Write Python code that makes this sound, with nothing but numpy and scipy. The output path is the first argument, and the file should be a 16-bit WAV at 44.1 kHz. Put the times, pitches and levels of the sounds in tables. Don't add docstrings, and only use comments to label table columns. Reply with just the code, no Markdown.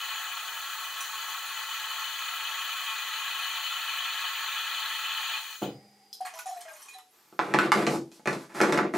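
import sys
import numpy as np
from scipy import signal
from scipy.fft import rfft, irfft, next_fast_len
from scipy.io import wavfile

SR = 44100
rng = np.random.default_rng(int(sys.argv[2]) if len(sys.argv) > 2 else 0)


def generate_wav(signal):
    frames = np.transpose(np.atleast_2d(signal))
    scaled = np.clip(frames, -1, 1) * 32767
    pcm = np.round(scaled).astype(np.int16)
    wavfile.write(sys.argv[1], SR, pcm)


N = 395577
TIME = np.arange(N) / SR
BINS = np.fft.rfftfreq(8192, 1 / SR)


def gain_of(db):
    return 10 ** (np.asarray(db) / 20)


def unit_rms(x):
    return x / np.sqrt(np.mean(x ** 2) + 1e-20)


def curve_at(points, hz=BINS):
    f, value = np.transpose(points)
    return np.interp(np.log(hz + 1), np.log(f + 1), value)


def add(mix, start_s, sound):
    part = mix[max(round(start_s * SR), 0):][:len(sound)]
    part += sound[:len(part)]


def held(start, length, attack_s, release_s):
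    rise = np.clip((TIME - start) / attack_s, 0, 1)
    return rise * np.exp(-np.maximum(TIME - start - length, 0) / release_s)


def peaks(modes):
    return sum(db / (1 + (2 * (BINS - hz) / width) ** 2) ** 2 for hz, width, db in modes)


def colour(x, db):
    log_gain = np.log(gain_of(np.r_[db, db[-2:0:-1]]))
    ring = np.fft.ifft(np.exp(np.conj(signal.hilbert(log_gain)))).real[:len(db)]
    return signal.oaconvolve(x, ring / np.linalg.norm(ring))[:len(x)]


def clicks(per_s, spread_db, size=N):
    strength = gain_of(spread_db * np.minimum(rng.exponential(1, size), 4))
    return unit_rms(strength * rng.standard_normal(size) * (rng.random(size) < per_s / SR))


def wander(hz):
    spectrum = rfft(rng.standard_normal(N))
    return unit_rms(irfft(spectrum / (1 + (np.fft.rfftfreq(N, 1 / SR) / hz) ** 4), N))


# f/Hz, level/dB
ROOM_NOISE = [(15, -100), (25, -39), (77, -19.5), (204, -17), (305, -10.5), (457, -4.5), (495, -15),
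              (782, -15.5), (4380, -17.5), (4750, -16.5), (5580, -17), (12500, -21.5), (13500, -25.5),
              (15500, -35)]
def still_air(level_db=-66.5, width=0.39, mono_below_hz=550):
    tone = curve_at(ROOM_NOISE)
    bass_cut = np.maximum(-20 * np.log10(1 + (mono_below_hz / (BINS + 1)) ** 3), -60)
    mid = unit_rms(colour(rng.standard_normal(N), tone))
    side = width * unit_rms(colour(rng.standard_normal(N), tone + bass_cut))
    return gain_of(level_db) * unit_rms(np.array([mid + side, mid - side]))


# f/Hz, time to fade by 60 dB/s
ECHO_TIMES = [(120, 0.4), (400, 0.3), (1500, 0.18), (5000, 0.29), (15000, 0.18)]
def room(x, echo_db, width, left):
    size = SR // 2
    echoes = rng.choice([-1., 1.], (2, size)) * (rng.random((2, size)) < 4000 / SR)
    hz, t, spectra = signal.stft(echoes * (TIME[:size] > .003), SR, nperseg=256)
    fade_s = curve_at(ECHO_TIMES, hz)[:, None]
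    tails = signal.istft(spectra * gain_of(-60 * t / fade_s), SR, nperseg=256)[1]
    centre, around = signal.fftconvolve(x[None], tails / np.linalg.norm(tails[0]), axes=1)[:, :N]
    hz = np.fft.rfftfreq(next_fast_len(N + size), 1 / SR)
    padded = 2 * len(hz) - 2
    mid = rfft((x + gain_of(echo_db) * centre) / np.hypot(1, gain_of(echo_db)), padded)
    side = rfft(around, padded) * gain_of(curve_at(width, hz))
    lean = gain_of(curve_at(left, hz) / 2)
    return irfft(np.array([mid * lean + side, mid / lean - side]))[:, :N]


# t/s, f/Hz, level/dB
VALVE_HISS = [(5.66, 4920, -66), (5.75, 4920, -64.5), (6.1, 4870, -68), (6.25, 4850, -59)]
VALVE_MOAN = [(5.7, 768, -68), (5.9, 780, -66), (6.05, 808, -67.5), (6.2, 778, -70)]
VALVE_SEEP = [(5.7, 2150, -71), (5.85, 2110, -73), (6.1, 2100, -81)]
HOSE_SQUEAL = [(7.085, 9400, -81), (7.11, 11200, -64), (7.135, 13200, -71), (7.21, 13100, -70),
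               (7.26, 13600, -71), (7.36, 13400, -73)]
def whistle(rows, fuzz_hz, waver=0.0123):
    times, hz, db = np.transpose(rows)
    pitch = np.interp(TIME, times, hz) * (1 + waver * wander(hz=25))
    phase = 2 * np.pi * np.cumsum(pitch) / SR
    sounding = (TIME >= times[0] - .02) & (TIME <= times[-1] + .02)
    tone = wander(fuzz_hz) * np.cos(phase) + wander(fuzz_hz) * np.sin(phase)
    return gain_of(np.interp(TIME, times, db)) * sounding * tone


SHUT_OFF_S = 5.616
def pipe_hum(hz=205, level_db=-48):
    fade = held(SHUT_OFF_S, 0, attack_s=0.0028, release_s=0.17)
    return gain_of(level_db) * fade * np.sin(2 * np.pi * hz * TIME)


# f/Hz, level/dB
THUD_COLOUR = [(26, -71), (45, -40), (144, -2), (184, -7), (227, -10), (442, -5), (674, -8.5), (736, -10),
               (803, -9.5), (941, -21), (1460, -19), (1620, -28), (3000, -37), (3900, -57), (6600, -120)]
def shut_off_thud(level_db=-28, rise_s=0.0012, linger_db=-26):
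    jolt = held(SHUT_OFF_S, 0, rise_s, release_s=0.034)
    linger = gain_of(linger_db) * held(SHUT_OFF_S, 0, rise_s, release_s=0.13)
    shudder = clicks(per_s=6900, spread_db=5) * (jolt + linger)
    return gain_of(level_db) * colour(shudder, curve_at(THUD_COLOUR))


def bubbles(low_hz, high_hz, per_s, cycles, rise, spread_db, sizes=28):
    out = np.zeros(N)
    for hz in np.geomspace(low_hz, high_hz, sizes):
        age = np.arange(int(5 * cycles * SR / hz)) * hz / (cycles * SR)
        ping = np.exp(-age) * np.sin(2 * np.pi * cycles * age * (1 + rise * age))
        births = clicks(per_s / sizes, spread_db)
        out += unit_rms(signal.oaconvolve(births, ping)[:N]) * np.sqrt(hz)
    return unit_rms(out)


# f/Hz, width/Hz, boost/dB
TANK_MODES = [(727, 288, 17.5), (871, 133, 20.5), (933, 72, 12), (1088, 175, 22.5), (1321, 390, 22),
              (1517, 27, 11), (1653, 140, 14), (1774, 124, 14.5), (1960, 174, 13.5), (2370, 49, 10.5),
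              (2469, 106, 14), (2579, 93, 12.5), (2695, 65, 9), (3003, 175, 15.5), (3255, 276, 12),
              (3434, 50, 12), (3552, 144, 10), (3820, 190, 7), (4037, 190, 9.5), (4287, 310, 12.5),
              (4656, 65, 11.5), (5980, 290, 4), (6657, 82, 9), (6990, 95, 9), (10060, 170, 8.5),
              (10800, 50, 14), (15280, 140, 18.5), (14960, 150, 9), (15700, 130, 14), (15600, 45, 0)]
def tank_air(strength, ripple_db):
    crowded = [(hz, 90, ripple_db * rng.choice([-1, 1])) for hz in rng.uniform(4400, 14000, 140)]
    return strength * peaks(TANK_MODES) + peaks(crowded)


# t/s, splash level/dB, plop level/dB, fade time/s
LANDINGS = [(1.006, -35, -41, 0.013), (6.129, -38.5, -76, 0.011), (6.208, -48.5, -52, 0.019),
            (6.251, -41, -38, 0.029), (6.338, -44, -46, 0.025), (6.372, -48, -45, .018),
            (6.389, -37.5, -41.5, 0.014), (6.458, -46, -50.5, 0.071), (6.609, -42.5, -59, 0.01),
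            (6.651, -65, -50, 0.023), (6.685, -59, -51, 0.044), (6.821, -41.5, -64, 0.013),
            (6.885, -47, -56, 0.021), (6.985, -49, -49.5, 0.0081)]
# f/Hz, level/dB
SPLASH_COLOUR = [(300, -58), (1500, -45), (3000, -10), (4200, -5.5), (6000, -1.5), (9000, -5),
                 (12000, -5.5), (15500, -24)]
PLOP_COLOUR = [(100, -52), (400, -4), (700, 1), (1400, -2), (2300, 2), (3500, -9), (6000, -41)]
def dribbles(splash_gain_db=-2, plop_gain_db=-8, uneven_db=6.0):
    stream = held(6.5, 0.5, attack_s=0.017, release_s=0.0072) * gain_of(uneven_db * wander(hz=19))
    splash_power = (gain_of(-58) * stream) ** 2
    plop_power = (gain_of(-60.5) * stream) ** 2
    for start, splash_db, plop_db, fade_s in LANDINGS:
        fade = np.exp(-TIME[:SR // 3] / fade_s)
        add(splash_power, start, (gain_of(splash_db) * fade) ** 2)
        add(plop_power, start, (gain_of(plop_db) * fade) ** 2)
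    pings = bubbles(3000, 14000, per_s=1300, cycles=26, rise=.012, spread_db=1.5)
    drops = unit_rms(pings + .7 * clicks(per_s=4000, spread_db=2))
    pops = bubbles(800, 3500, per_s=2200, cycles=8, rise=.015, spread_db=1)
    tank = tank_air(strength=0.3, ripple_db=0)
    splash = colour(np.sqrt(splash_power) * drops, curve_at(SPLASH_COLOUR) + tank)
    plop = colour(np.sqrt(plop_power) * pops, curve_at(PLOP_COLOUR) + tank)
    return gain_of(splash_gain_db) * splash + gain_of(plop_gain_db) * plop


# t/s, f/Hz, level/dB
GULPS = [(6.205, 752, -24), (6.241, 736, -32.5), (6.335, 657, -40.5), (6.355, 990, -42), (6.39, 1470, -36),
         (6.457, 760, -29), (6.487, 713, -32), (6.511, 755, -31), (6.562, 710, -32.5), (6.653, 650, -38.5),
         (6.68, 1604, -38), (6.705, 605, -46.5), (6.884, 2470, -37), (6.938, 3970, -40), (6.945, 753, -46)]
def glugs(rise_s=0.0029, sag=0.022, typical_ring_s=0.018, typical_hz=750, typical_db=-31):
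    out, t = np.zeros(N), TIME[:SR // 4]
    for start, hz, db in GULPS:
        ring_s = typical_ring_s * np.sqrt(typical_hz / hz)
        ring_s *= .5 ** ((db - typical_db) / 11.5)
        fade = np.exp(-t / ring_s)
        pitch = hz * (1 + sag * (2 * fade - 1))
        tone = np.sin(2 * np.pi * np.cumsum(pitch) / SR)
        add(out, start, gain_of(db) * (1 - np.exp(-t / rise_s)) * fade * tone)
    return out


# f/Hz, width/Hz, boost/dB
PLASTIC_MODES = [(164, 22, 8), (210, 18, 6), (260, 22, 6), (331, 24, 8), (361, 14, 9), (388, 22, 7),
                 (436, 30, 4), (566, 24, 4), (855, 25, 6), (1177, 24, 6), (1357, 50, 5), (1491, 30, 5),
                 (2770, 120, 4)]
# f/Hz, level/dB
WALL_COLOUR = [(25, -37), (70, -33), (105, -23.5), (145, -3), (350, -0.5), (550, -3.5), (800, -9.5),
               (1400, -16.5), (4000, -97)]
CAP_COLOUR = [(60, -66), (200, -30), (500, -4), (780, 8.5), (1200, 10), (1600, 7.5), (2200, 7), (3000, -5),
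              (4000, -8), (7000, -31), (15000, -51)]
def ringing_plastic(wall_force, cap_force, variety_db=0, cap_boost_db=0):
    modes = peaks([(hz, width, db + (rng.normal(0, variety_db) if variety_db else 0))
                   for hz, width, db in PLASTIC_MODES])
    wall = colour(wall_force, curve_at(WALL_COLOUR) + modes)
    cap = colour(cap_force, curve_at(CAP_COLOUR) + modes + cap_boost_db)
    return wall, cap


# t/s, length/s, wall rumble level/dB, scrape level/dB, rasp level/dB
STROKES = [(7.116, 0.51, -72, -64.5, -66.5), (7.402, .12, -33.5, -39, -56),
           (7.595, 0.067, -26.5, -28.5, -49), (7.736, 0.094, -24.5, -30, -44),
           (7.886, 0.072, -26.5, -43, -43), (8.11, 0.06, -59, -68, -57), (8.276, 0.076, -32, -40.5, -49.5),
           (8.375, 0.066, -52, -49, -55), (8.485, .05, -51, -51, -61), (8.538, .06, -36, -35.5, -45.5),
           (8.615, 0.083, -24, -30.5, -46), (8.713, 0.058, -22.5, -29.5, -53),
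           (8.802, 0.062, -28, -37.5, -78), (8.931, .05, -24.5, -41, -43.5)]
# f/Hz, level/dB
RASP_COLOUR = [(800, -13), (2500, 2.5), (4000, 5.5), (7000, 6), (10000, 2.5), (13000, -1.5), (15500, -23)]
def cap_rubbing(plastic_gain_db=-2, finger_gain_db=-1, ease_db_per_s=13):
    power = np.zeros((3, N))
    for start, length, *levels_db in STROKES:
        grip = held(start, length, attack_s=.012, release_s=0.016)
        easing = gain_of(-ease_db_per_s * np.maximum(TIME - start, 0))
        power += np.outer(gain_of(levels_db), grip * easing) ** 2
    rumble, scrape, rasp = np.sqrt(power)
    slips = clicks(per_s=1700, spread_db=-1)
    wall, cap = ringing_plastic(rumble * slips, scrape * slips)
    fingers = colour(rasp * clicks(per_s=25000, spread_db=2.0), curve_at(RASP_COLOUR))
    return gain_of(plastic_gain_db) * (wall + cap) + gain_of(finger_gain_db) * fingers


# t/s, cap clack level/dB, wall thump level/dB, rim tick level/dB,
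# centre of the clack f/Hz, chatter/times the strength of the first blow
KNOCKS = [(7.326, -45, -50, -71, 1300, 1), (7.392, -9.5, -29.5, -41.5, 1280, 0.61),
          (7.539, -11, -30.5, -34, 1800, 0.67), (7.545, -12, -20.5, -42, 800, .49),
          (7.588, -5, -27.5, -31, 1320, 0.85), (7.719, -6, -34, -25, 2040, 1),
          (7.867, -16.5, -25, -31, 2210, 2.3), (7.874, -16.5, -18.5, -41, 620, 1.1),
          (8.117, -63, -57, -55, 2300, .81), (8.196, -54, -46.5, -74, 2150, 0.59),
          (8.257, -22, -34, -42, 1660, 3.3), (8.274, -11, -21.5, -34, 1610, 1.7),
          (8.33, -31, -29.5, -41, 1580, 0.72), (8.603, -13.5, -27, -35, 1530, 1.9),
          (8.614, -15, -21, -26, 1530, 1.8), (8.634, -9.5, -31, -47, 1400, 2.1),
          (8.724, -15, -36, -30, 1380, 2.6), (8.775, -15, -28, -34.5, 1500, 1.4),
          (8.789, -11.5, -25, -58, 1440, 0.84), (8.938, -24.5, -24.5, -50, 2060, 1.6),
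          (8.950, -17.5, -31.5, -54, 1390, 1.4)]
# f/Hz, level/dB
RIM_COLOUR = [(100, -67), (800, -58), (2200, 15), (3200, 11), (6500, 8.5), (9000, 0.5), (13000, -9),
              (15500, -26), (20000, -56.5)]
def cap_knocks(thump_gain_db=27.5, clack_gain_db=17, tick_gain_db=27, chatter_s=0.0028, rim_chatter=1.9):
    out, t = np.zeros(N), TIME[:SR // 4]
    blow = signal.unit_impulse(len(t))
    for start, clack_db, thump_db, tick_db, clack_hz, chatter in KNOCKS:
        rattle = clicks(per_s=9900, spread_db=-6.5, size=len(t)) * np.exp(-t / chatter_s)
        rattle *= chatter / np.linalg.norm(rattle)
        force = (blow + rattle) / np.hypot(1, chatter)
        buzz = (rim_chatter * rattle - blow) / np.hypot(1, rim_chatter * chatter)
        focus = peaks([(clack_hz, 1200, 8)])
        wall, cap = ringing_plastic(force, force, variety_db=2.0, cap_boost_db=focus)
        thump = gain_of(thump_db + thump_gain_db) * wall
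        clack = gain_of(clack_db + clack_gain_db) * cap
        tick = gain_of(tick_db + tick_gain_db) * colour(buzz, curve_at(RIM_COLOUR))
        add(out, start, thump + clack + tick)
    return out


# f/Hz, level/dB
JET_COLOUR = [(90, -33), (200, -54), (350, -12.5), (600, -17), (850, -16), (1300, -6), (2800, 0.5),
              (4300, -4.5), (5100, -17), (6700, -7.5), (8200, -16), (12900, -20), (13900, -7.5),
              (15800, -19)]
# t/s, level/dB
TRAPPED_AIR = [(0, -2), (.5, -5.5), (1.1, -5.5), (2.2, -1.5), (4.2, 0.9), (5.35, 1)]
# t/s, level/dB
JET_FLOW = [(5.33, -0.5), (5.365, 0.5), (5.425, -8.5), (5.53, -9.5), (5.59, -20)]
def filling_jet(churn_db=-40, fizz_db=-35.5, spray_db=-43, surge_db=0.43, collapse_db_per_s=234):
    air_db = np.interp(TIME, *np.transpose(TRAPPED_AIR))
    flow_db = np.interp(TIME, *np.transpose(JET_FLOW))
    collapse_db = -collapse_db_per_s * np.maximum(TIME - SHUT_OFF_S, 0)
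    spurt = gain_of(-10) * held(SHUT_OFF_S, 0.032, attack_s=.015, release_s=0.032)
    churn = gain_of(churn_db) * gain_of(0.18 * air_db + flow_db + collapse_db)
    fizz = gain_of(fizz_db) * (gain_of(air_db + flow_db + collapse_db) + spurt)
    spray = gain_of(spray_db) * (gain_of(0.34 * flow_db + collapse_db) + spurt)
    froth = bubbles(300, 5000, per_s=14000, cycles=4, rise=.02, spread_db=1)
    froth += .8 * clicks(per_s=12000, spread_db=1)
    tone = curve_at(JET_COLOUR) + tank_air(strength=1.05, ripple_db=2.5)
    above_low, above_high = (1 / (1 + (hz / (BINS + 1)) ** 12) + 1e-7 for hz in (2000, 4900))
    big = colour(froth, tone + 10 * np.log10(abs(1 - above_low) + 1e-6))
    small = colour(froth, tone + 10 * np.log10(above_low * abs(1 - above_high) + 1e-6))
    mist = colour(rng.standard_normal(N), tone + 10 * np.log10(above_high))
    surge = gain_of(surge_db * wander(hz=35))
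    return surge * (churn * unit_rms(big) + fizz * unit_rms(small) + spray * mist)


# f/Hz, side level minus mid level/dB
WATER_WIDTH = [(150, -30), (500, -41), (850, -20), (1200, -20), (1700, -23.5), (2400, -13), (3400, -9),
               (6500, -6.5), (15000, -9)]
HOSE_WIDTH = [(140, -38), (280, -24), (550, -21), (850, -13.5), (1600, -4.5), (3400, -8), (6500, -15.5),
              (15000, -6)]
CAP_WIDTH = [(140, -33), (500, -21.5), (1200, -8), (3400, -10), (6500, -13), (10000, -21), (15000, 1)]
# f/Hz, left level minus right level/dB
WATER_LEFT = [(500, 1), (850, 2), (1400, 1.4), (2400, -0.4), (3300, 5), (4700, 0.3), (6700, 4),
              (10000, 0.5)]
HOSE_LEFT = [(250, -2), (550, 2.7), (1200, -1.7), (2400, -1), (3400, 1), (10000, 0)]
CAP_LEFT = [(250, 1.05), (550, 0.86), (1200, -1.4), (2400, -1), (4000, .1), (8000, -.6)]
def scene():
    valve = whistle(VALVE_HISS, fuzz_hz=170, waver=0.0046)
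    valve += whistle(VALVE_MOAN, fuzz_hz=50) + whistle(VALVE_SEEP, fuzz_hz=270)
    squeal = whistle(HOSE_SQUEAL, fuzz_hz=280)
    water = room(filling_jet(), echo_db=-10.5, width=WATER_WIDTH, left=WATER_LEFT)
    hose = room(dribbles() + valve + squeal, echo_db=-1, width=HOSE_WIDTH, left=HOSE_LEFT)
    gulps = room(glugs(), echo_db=-2, width=HOSE_WIDTH, left=HOSE_LEFT)
    bumps = room(cap_knocks() + cap_rubbing() + shut_off_thud(), echo_db=1, width=CAP_WIDTH, left=CAP_LEFT)
    return water + hose + gulps + bumps + pipe_hum() + still_air()


def record(dry):
    low_pass = signal.firwin(511, 15950, window=("kaiser", 9), fs=SR)
    return signal.oaconvolve(dry, low_pass[None], "same")


dry = scene()
out = record(dry)
generate_wav(out)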